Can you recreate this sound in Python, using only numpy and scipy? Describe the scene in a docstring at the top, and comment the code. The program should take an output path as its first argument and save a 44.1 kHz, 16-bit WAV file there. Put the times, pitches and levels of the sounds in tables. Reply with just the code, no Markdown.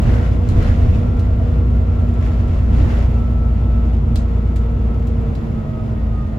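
"""A six-cylinder diesel drones at about 1200 rpm inside a moving city bus, slowly falls, and coasts near the end.
Its drone is a stack of tones locked to the engine cycle; gears, an accessory and a turbo add hum, whine and whistle.
Coloured noise makes the suspension thud, the floor drum and the tyres roar, all swelling on rough patches of road.
Panels chatter in clumps of taps, a window pane buzzes on its resonances, panels ring, and loose fittings click
and tick in the cabin."""
import sys
import numpy as np
from scipy import signal
from scipy.fft import rfft, irfft, next_fast_len
from scipy.io import wavfile
from scipy.ndimage import uniform_filter1d, minimum_filter1d, map_coordinates

SR = 44100
rng = np.random.default_rng(int(sys.argv[2]) if len(sys.argv) > 2 else 0)


def master_out(mix):
    """Clip the mix to full scale and print it as 16-bit PCM to the path in sys.argv[1]."""
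    frames = np.transpose(np.atleast_2d(mix))
    ceiling = np.clip(frames, -1, 1)
    pcm = np.round(ceiling * 32767).astype(np.int16)
    wavfile.write(sys.argv[1], SR, pcm)


N = 281653
TOP_HZ = 15800  # upper band limit


def amp(db):
    """Decibels to gain."""
    return 10 ** (np.asarray(db) / 20)


def unit(x):
    """Scaled to rms 1."""
    return x / np.sqrt(np.mean(x ** 2) + 1e-20)


def along(points, hz):
    """Reads (hz, value) points on a log frequency axis."""
    point_hz, values = np.transpose(points)
    return np.interp(np.log(hz + 1), np.log(point_hz + 1), values)


def curves(rows):
    """One value per sample for each column after the time."""
    s, *columns = np.transpose(rows)
    return [np.interp(np.arange(N) / SR, s, column) for column in columns]


def wobble(rate):
    """A smooth random curve, rate knots a second."""
    knots = rng.standard_normal(int(N * rate / SR) + 4)
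    coarse = np.arange(0, N + 32, 32)
    smooth = map_coordinates(knots, [coarse * rate / SR], mode="nearest")
    return np.interp(np.arange(N), coarse, smooth)


def filtered(x, response):
    """x times a complex response of frequency."""
    m = next_fast_len(N + SR // 2)
    return irfft(rfft(x, m) * response(np.fft.rfftfreq(m, 1 / SR)), m)[..., :N]


def resonance(hz, centre, width):
    """Response of one damped mode."""
    return 1j * hz * width / (centre ** 2 - hz ** 2 + 1j * hz * width)


# Stereo width of the noises: pitch_hz, likeness of left and right (1 same, 0 unrelated, -1 opposite)
STEREO_LIKENESS = [(60, 0.99), (130, 0.97), (240, 0.78), (400, 0.19), (640, 0.39), (1400, -0.26),
                   (3000, 0.38), (7000, 0.043), (15000, 0.22)]


def spread(pair, spectrum):
    """Two unrelated signals become a coloured stereo field: bass alike in both ears, treble diffuse."""
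    def mid_side(hz):
        turn = np.arccos(np.clip(along(STEREO_LIKENESS, hz), -1, 1)) / 2
        return amp(along(spectrum, hz)) * [np.cos(turn), np.sin(turn)]
    mid, side = filtered(pair, mid_side)
    return unit(np.array([mid + side, mid - side]))


def rush(spectrum):
    """Stereo noise of rms 1 in the given colour."""
    return spread(rng.standard_normal((2, N)), spectrum)


# Engine tones: order (multiple of the cycle rate), coasting_db, easing_db, pulling_db
ENGINE_TONES = [(5, -48.5, -41.5, -28), (6, -28, -15.5, -18.5), (7, -35.5, -41.5, -36.5),
                (8, -38, -29, -23), (9, -36, -22.5, -19.5), (10, -37.5, -33.5, -32),
                (11, -32, -44.5, -20.5), (12, -38.5, -31.5, -42), (13, -31, -39, -45),
                (14, -44.5, -48, -46), (15, -31.5, -37, -43), (16, -51, -46.5, -37),
                (18, -50, -42.5, -43.5), (19, -43.5, -45, -46), (20, -54, -43, -43),
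                (22, -45.5, -41.5, -47), (23, -47.5, -47, -48), (24, -31.5, -31, -29.5),
                (27, -55, -51.5, -41.5), (32, -67, -48, -51.5), (33, -74, -60.5, -51.5),
                (40, -68.5, -49, -47.5), (44, -84, -64.5, -53), (50, -70.5, -49, -59.5)]


def engine(crank, waver_db=0.87, boom_waver_db=1.06):
    """Six firings a cycle make the boom; unequal cylinders add the other multiples. Each tone has its own phase
    offset, growing with the root of its order, so the throb evens into a fluttering drone."""
    firing_hz, phase_spread_s = 60, .516
    easing_share, pulling_share = load()
    out = np.zeros(N)
    for order, coasting_db, easing_db, pulling_db in ENGINE_TONES:
        db = coasting_db + (easing_db - coasting_db) * easing_share
        db = db + (pulling_db - easing_db) * pulling_share
        offset = 2 * np.pi * firing_hz * phase_spread_s * (np.sqrt(order / 6) - 1)
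        if order == 6:  # the firing boom
            db = db + boom_waver_db * wobble(5.5)
        else:  # the path wavers as the body flexes
            db = db + waver_db * wobble(5)
            offset = offset + .07 * wobble(5)
        out += amp(db) * np.sqrt(2) * np.cos(order * crank - offset)
    return out


# Driver's foot: time_s, throttle (1 pulling, 0.5 easing, 0 coasting)
THROTTLE_MOVES = [(0, 0.82), (1.4, 0.92), (2.8, 0.79), (3.3, 0.48), (5.17, 0.43), (5.58, 0.017),
                  (5.85, 0.016), (6.03, 0.42), (6.39, 0.08)]


def load():
    """Shares 0-1: how far the throttle is open from coasting to easing, and from easing to pulling."""
    throttle = np.clip(curves(THROTTLE_MOVES)[0], 0, 1)
    return np.minimum(2 * throttle, 1), np.maximum(2 * throttle - 1, 0)


# Accessory hum, before its lean to the left: time_s, level_db
HUM_LEVEL = [(0, -38.5), (.25, -37), (.7, -40), (1.5, -39.5), (2, -42.5), (2.6, -58), (3.3, -49.5),
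             (4, -44), (4.65, -39.5), (5.2, -37.5), (5.8, -48), (6.3, -48)]


def hum(crank, lean_db=2.0):
    """An accessory driven by the engine hums on one clear note that swells and fades."""
    db = curves(HUM_LEVEL)[0] + lean_db * np.array([[.5], [-.5]])
    return shaft_tone(crank, 48, db, flutter_db=0.4, lead=0.61, drift=0.09)


# Gear whine, on twice the mesh rate, before the final trim: time_s, left_db, right_db
WHINE_LEVEL = [(0, -59, -55), (.95, -56, -56), (1.2, -50, -46.5), (1.55, -56, -58), (1.7, -50, -45),
               (1.95, -55, -44.5), (2.15, -46, -48), (2.45, -49, -59), (2.85, -48, -56), (3.06, -55, -56),
               (3.17, -43.5, -46), (3.32, -47, -54), (3.5, -44, -52), (3.82, -43.5, -45.5),
               (3.96, -57, -55), (4.1, -49, -59), (4.22, -56, -60), (4.38, -46, -58), (5.2, -47, -51.5),
               (5.33, -62, -61), (5.5, -56, -56), (5.6, -48, -46), (5.8, -47.5, -47), (5.89, -58, -62),
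               (5.98, -47, -44.5), (6.07, -60, -53), (6.22, -44, -41), (6.3, -52, -52), (6.39, -49, -52)]
# Weaker gear tones, loudest when the wheels drive the engine, before the final trim:
# time_s, first_db (at the mesh rate), third_db (at three times that)
SIDE_GEAR_TONES = [(0, -58, -74.5), (5.58, -59, -73), (5.69, -37.5, -57), (5.8, -41.5, -71),
                   (5.95, -44, -58), (6.03, -54, -58), (6.17, -54, -58), (6.28, -55, -60), (6.37, -37, -61)]


def whine(crank, flutter_db=2.0, trim_db=-1):
    """The gear mesh sings, a little hoarse, surging on its second multiple; coasting brings up first and third."""
    mesh_order = 68  # mesh rate as a multiple of the cycle rate
    first_db, third_db = curves(SIDE_GEAR_TONES)
    levels = [first_db, np.array(curves(WHINE_LEVEL)), third_db]
    backlash = .0026 * wobble(75)  # radians of the cycle, shared by the three tones
    tones = [shaft_tone(crank + backlash, k * mesh_order, db, flutter_db, lead=.9, drift=.42)
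             for k, db in enumerate(levels, 1)]
    return amp(trim_db) * sum(tones)


def shaft_tone(crank, order, db, flutter_db, lead, drift):
    """A tone tied to the crank flutters as it reaches each ear by many shifting paths; db is mono or per ear."""
    shaft = order * crank + rng.uniform(0, 2 * np.pi) + drift * wobble(30)
    db = db + flutter_db * (wobble(16) + np.array([wobble(11), wobble(11)]))
    ears = [np.cos(shaft + sign * lead / 2 + drift * wobble(5.6)) for sign in (1, -1)]
    return amp(db) * np.sqrt(2) * np.array(ears)


def turbo():
    """A thin, airy whistle sinks as the turbine runs down off the throttle, and flares past a pipe resonance."""
    whistle_hz, lift_s, run_down_hz_per_s = 5760, 5.3, 1400  # pitch under load, throttle closing, fall after it
    whistle_db, intake_db = -82.5, -66.5
    intake_hz, intake_width_hz = 5000, 120
    hz = whistle_hz - run_down_hz_per_s * np.maximum(np.arange(N) / SR - lift_s, 0)
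    flare = np.abs(resonance(hz, intake_hz, intake_width_hz)) ** 2
    gain = amp(whistle_db) + amp(intake_db) * flare
    unsteady_hz = 45 * wobble(150)
    flutter_db = 3 * np.array([wobble(20), wobble(20)])
    return gain * amp(flutter_db) * np.sin(2 * np.pi * np.cumsum(hz + unsteady_hz) / SR)


# Colour of the suspension thud: pitch_hz, density_db (per Hz, relative)
THUD_COLOUR = [(10, -13), (20, -6), (33, 17.5), (45, 6.5), (62, 7), (90, 4), (140, -34.5), (300, -68)]
# Colour of the floor drumming: pitch_hz, density_db (per Hz, relative)
FLOOR_COLOUR = [(25, -31), (52, 3), (70, 2.5), (88, 3), (112, 3.5), (140, -0.5), (190, -6), (222, -2.5),
                (250, -7.5), (285, -12.5), (335, -11), (420, -21.5), (700, -48.5), (2000, -79)]
# Colour of the tyre roar: pitch_hz, density_db (per Hz, relative)
TYRE_COLOUR = [(150, -20), (370, 1), (480, 2.5), (560, -0.5), (650, 1), (800, -5.5), (1080, -8),
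               (1230, -10), (1380, -9), (1620, -18), (1950, -17.5), (2800, -25), (4200, -33), (8000, -48),
               (16000, -44)]
# Answer to the road: smooth_db (at cruising speed), speed_db (per engine cycle a second), bump_db
THUD_DRIVE, FLOOR_DRIVE, TYRE_DRIVE = (-29.5, 3.6, -17), (-23, 2, -17), (-34.5, 2.6, -32)


def road(speed, jolt, shake, uneven_db=0.42, tread_db=0.81):
    """The road heaves the suspension, drums on the floor and roars under the tyres."""
    thud = road_gain(THUD_DRIVE, speed, jolt) * rush(THUD_COLOUR)
    floor = road_gain(FLOOR_DRIVE, speed, jolt) * rush(FLOOR_COLOUR)
    tyres = road_gain(TYRE_DRIVE, speed, shake) * amp(tread_db * wobble(18)) * rush(TYRE_COLOUR)
    return amp(uneven_db * wobble(8.1)) * (thud + floor + tyres)


def road_gain(drive, speed, bump):
    """A steady part that grows with speed, plus the part that the bumps excite."""
    smooth_db, speed_db, bump_db = drive
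    cruise_speed = 10  # engine cycles a second
    return np.hypot(amp(smooth_db + speed_db * (speed - cruise_speed)), amp(bump_db) * bump)


# Rough patches of road: start_s, length_s, jolt_db (suspension, relative), shake_db (body, relative)
ROUGH_PATCHES = [(.01, 0.1, -0.5, 0.5), (0.317, .03, -4.5, -22.5), (0.54, 0.059, 0.5, 0.5),
                 (.69, .07, -10, -7), (0.873, 0.03, -0.5, -7.5), (1.412, 0.052, -10, -13.5),
                 (2.195, 0.026, -10.5, -5), (2.459, 0.04, -13.5, -9), (2.715, 0.039, -4, -4),
                 (2.846, 0.064, -4.5, -2.5), (5.346, 0.034, -12, -26)]


def bumps():
    """Jolt and shaking over time: each rough patch rises, holds while the wheels cross it and dies away."""
    jolt_rise, jolt_fall, shake_rise, shake_fall = 130, 61, 79, 53.5  # dB per second
    shake_lag_s = 0.06  # the body answers late and settles slowly
    t, jolt, shake = np.arange(N) / SR, 0, 0

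    def swell_db(age, length, rise, fall):
        return rise * np.minimum(age, 0) - fall * np.maximum(age - length, 0)
    for s, length, jolt_db, shake_db in ROUGH_PATCHES:
        jolt_swell = swell_db(t - s, length, jolt_rise, jolt_fall)
        shake_swell = swell_db(t - s - shake_lag_s, length, shake_rise, shake_fall)
        jolt = np.hypot(jolt, amp(jolt_db + jolt_swell))
        shake = np.hypot(shake, amp(shake_db + shake_swell))
    return jolt, shake


# Colour of the panel chatter: pitch_hz, density_db (per Hz, relative)
PANEL_COLOUR = [(400, -22.5), (1000, 0.5), (1800, 5.5), (2700, 0), (4000, -7), (5500, -10), (7500, -22),
                (11000, -22), (15500, -39)]
PANEL_DRIVE = (-54.5, 2, -41.5)  # smooth_db, speed_db (per engine cycle a second), bump_db


def rattle(speed, shake, taps_per_s=700, size_db=-0.5, tap_gain_db=-1, hiss_gain_db=-2):
    """Panels and panes chatter in clumps of tiny taps that blur into a hiss in the cabin."""
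    hit = rng.random((2, N)) < taps_per_s / SR
    size = amp(size_db * np.minimum(rng.exponential(size=(2, N)), np.pi))
    taps = hit * np.sign(rng.standard_normal((2, N))) * size
    clumps_db = 2.4 * np.array([wobble(40), wobble(40)])
    jolts_db = 1.1 * wobble(20)
    chatter = amp(tap_gain_db + clumps_db) * spread(taps, PANEL_COLOUR)
    hiss = amp(hiss_gain_db) * rush(PANEL_COLOUR)
    return road_gain(PANEL_DRIVE, speed, shake) * amp(jolts_db) * (chatter + hiss)


# Notes of the trim panels: pitch_hz, width_hz, gain_db
PANEL_NOTES = [(1780, 29, -5), (2695, 62, 4), (2930, 80, 1.5), (3470, 32, 6.5), (7100, 1300, 8)]


def panelled(x):
    """The trim panels strengthen some notes and weaken one in any noise that passes through them."""
    def note_gain(hz):
        return amp(sum(db * np.abs(resonance(hz, centre, width)) ** 2 for centre, width, db in PANEL_NOTES))
    return filtered(x, note_gain)


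# Window buzzes: start_s, length_s, level_db (before the bounce)
PANE_BUZZES = [(0.058, 0.21, -42), (0.621, 0.1, -40), (2.888, 0.072, -41.5)]
# Resonances of the window pane: pitch_hz, width_hz, level_db (relative)
PANE_NOTES = [(1030, 310, -6.5), (1450, 350, -1), (1930, 350, -3)]


def buzz(flutter_db=3.0):
    """On the hardest bumps a window pane bounces in its frame and roars on its resonances."""
    rise_s, fall_s, bounce_hz = 0.02, 0.016, 52.6
    t, gain = np.arange(N) / SR, np.zeros(N)
    for s, length, db in PANE_BUZZES:
        rise = np.minimum(t - s, 0) / rise_s
        fall = np.maximum(t - s - length, 0) / fall_s
        gain += amp(db) * np.exp(rise - fall)
    bounces = amp(flutter_db * np.cos(2 * np.pi * bounce_hz * t + 2 * wobble(25)))

    def glass(hz):
        return sum(amp(db) * np.abs(resonance(hz, centre, width)) ** 2 for centre, width, db in PANE_NOTES)
    return gain * unit(filtered(bounces * rng.standard_normal((2, N)), glass))


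# Panels that ring briefly as the body twists: start_s, pitch_hz, width_hz, level_db (before swell and decay), t60_s
PANEL_RINGS = [(.625, 4100, 250, -44, 0.21), (.925, 2566, 320, -36.5, 0.14), (1.395, 650, 15, -26.5, 0.21),
               (2.77, 298.6, 20, -19.5, 0.22), (5.53, 214.6, 6, -27, .5)]


def rings(rise_s=0.023):
    """A shaken panel rubs, swells into one rough note and dies away."""
    out = np.zeros((2, N))
    for s, hz, width_hz, db, t60 in PANEL_RINGS:
        t = np.maximum(np.arange(N) / SR - s, 0)
        roughness = 1.3 * np.array([wobble(2 * width_hz), wobble(2 * width_hz)])
        phase = 2 * np.pi * hz * t + roughness
        out += amp(db - 60 * t / t60) * (1 - np.exp(-t / rise_s)) * 2 * np.sin(phase)
    return out


# Loose fittings: start_s, level_db (of the onset, before the trim in clicks), top_db (treble tilt, reached at TOP_HZ),
# chatter_t60_s, knock_db (mount), ring_db (bracket), rebound_db
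FITTING_CLICKS = [(.019, -43.5, -5, 0.027, -20, -17.5, -7.5), (.489, -34, -9, 0.011, -17, -14.5, -15),
                  (0.628, -45, 8.5, .012, -20, -20, -19), (1.193, -40, -5.5, 0.074, -7, -4, -4),
                  (1.996, -52, 10, .012, -22, -18, -19), (2.089, -52, 6.5, .012, -18, -20, -27),
                  (2.140, -48, -3.5, 0.018, -26, -19, -12), (2.261, -53, -2, 0.1, -21, -17, -4.5),
                  (4.158, -28, -2.5, 0.008, -6, -2, -12.5), (4.56, -34.5, -0.5, 0.06, 5.5, -16.5, -2.5),
                  (5.071, -44, -1.5, 0.029, -20, -11.5, -5), (5.352, -39, -8, 0.037, 2.5, 2.5, -6)]
# Colour of a fitting: pitch_hz, density_db (per Hz, relative)
FITTING_COLOUR = [(1200, -22.5), (2700, -12), (3850, -2), (5000, -9), (7000, -4.5), (10000, -15),
                  (12000, -8.5), (15500, -21)]
# Notes of the bracket: pitch_hz, width_hz, level_db (relative)
BRACKET_NOTES = [(2770, 260, -1), (3305, 200, -3), (4030, 380, 2.5), (4716, 220, -3)]


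def clicks(echo_db=1.0, trim_db=-7.5):
    """A fitting snaps against its mount, rebounds, rings its bracket and echoes down the cabin."""
    mount_hz, mount_width_hz, rebound_s = 1700, 1700, 0.006
    out, t = np.zeros((2, N + SR)), np.arange(SR // 4) / SR
    f = np.fft.rfftfreq(len(t), 1 / SR)
    lead_in = SR // 500
    bracket = sum(amp(db) * resonance(f, hz, width) for hz, width, db in BRACKET_NOTES)
    mount = np.abs(resonance(f, mount_hz, mount_width_hz)) ** 2

    def strike(age, t60):
        return (age >= 0) * amp(-60 * np.abs(age) / max(t60, .002))
    for s, db, top_db, chatter_t60, knock_db, ring_db, rebound_db in FITTING_CLICKS:
        noise = rng.standard_normal((3, len(t)))
        rebound = amp(rebound_db) * strike(t - rebound_s, chatter_t60)
        envelope = np.hypot(strike(t, chatter_t60), rebound)
        chatter = (noise[0] + 0.59 * noise[1:]) * envelope  # partly shared by both ears
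        contact = chatter / np.linalg.norm(chatter[0]) + amp(echo_db) * cabin_tail()[:, :len(t)]
        contact[:, 0] += .35  # the first snap
        colour = amp(along(FITTING_COLOUR, f) + top_db * f / TOP_HZ)
        body = np.hypot(colour, amp(knock_db) * mount) + amp(ring_db) * bracket
        click = irfft(rfft(np.roll(contact, lead_in, axis=1)) * body, len(t))
        click /= np.sqrt(np.mean(click[:, :SR // 150] ** 2))  # onset to rms 1
        out[:, round(s * SR) - lead_in:][:, :len(t)] += amp(db + trim_db) * click
    return out[:, :N]


# Decay of the cabin echo: pitch_hz, t60_s
CABIN_DECAY = [(300, 0.14), (3000, 0.15), (8000, 0.23), (15000, 0.024)]


def cabin_tail():
    """A diffuse stereo echo of the cabin, left energy 1; the top treble dies first."""
    hz, t, z = signal.stft(rng.standard_normal((2, SR // 3)), SR, nperseg=256)
    decay = amp(-60 * t / along(CABIN_DECAY, hz)[:, None])
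    tail = signal.istft(z * decay, SR, nperseg=256)[1]
    return tail / np.linalg.norm(tail[0])


def small_rattles(per_s=9, level_db=-63, spread_db=2.5, t60=0.037):
    """Trim and handrails tick faintly at random all the time, each tick a short burst of noise."""
    size = amp(spread_db * np.minimum(rng.exponential(size=N), np.e))
    hits = (rng.random(N) < per_s / SR) * size
    decay = amp(-60 * np.arange(SR // 10) / SR / max(t60, .005))
    return amp(level_db) * signal.fftconvolve(hits, decay)[:N] * rush(FITTING_COLOUR)


# Engine speed: time_s, rate_hz (engine cycles a second; one cycle = two turns, six firings)
ENGINE_SPEED = [(0, 10.07), (.55, 10.07), (1, 10), (1.5, 10), (1.8, 9.95), (2.25, 9.81), (2.75, 9.81),
                (3.2, 9.7), (3.8, 9.68), (4.2, 9.61), (4.65, 9.63), (5.15, 9.61), (6.1, 9.17), (6.39, 9.0)]
# Balance of the seat: pitch_hz, left_minus_right_db
SEAT_BALANCE = [(60, 0.5), (110, -2), (200, -1.5), (270, -4), (380, 4), (700, 2.5), (1300, 0), (2400, 0.5)]


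def scene():
    """Everything heard from one seat; standing waves in the cabin favour one ear or the other."""
    speed, = curves(ENGINE_SPEED)
    crank = 2 * np.pi * np.cumsum(speed) / SR  # phase of the engine cycle, radians
    jolt, shake = bumps()
    drive = engine(crank) + hum(crank) + whine(crank) + turbo()
    body = panelled(road(speed, jolt, shake) + rattle(speed, shake))
    body = body + buzz() + rings() + clicks() + small_rattles()
    return filtered(drive + body, lambda hz: amp(np.outer([.5, -.5], along(SEAT_BALANCE, hz))))


def record(dry):
    """A limiter dips both ears briefly around the highest peaks; nothing above the band limit passes."""
    needed = np.minimum(1, .91 / (np.abs(dry).max(axis=0) + 1e-9))
    held = minimum_filter1d(needed, size=SR // 40)
    gain = uniform_filter1d(held, size=SR // 40)
    return filtered(dry * gain, lambda hz: hz < TOP_HZ)


dry = scene()
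out = record(dry)
master_out(out)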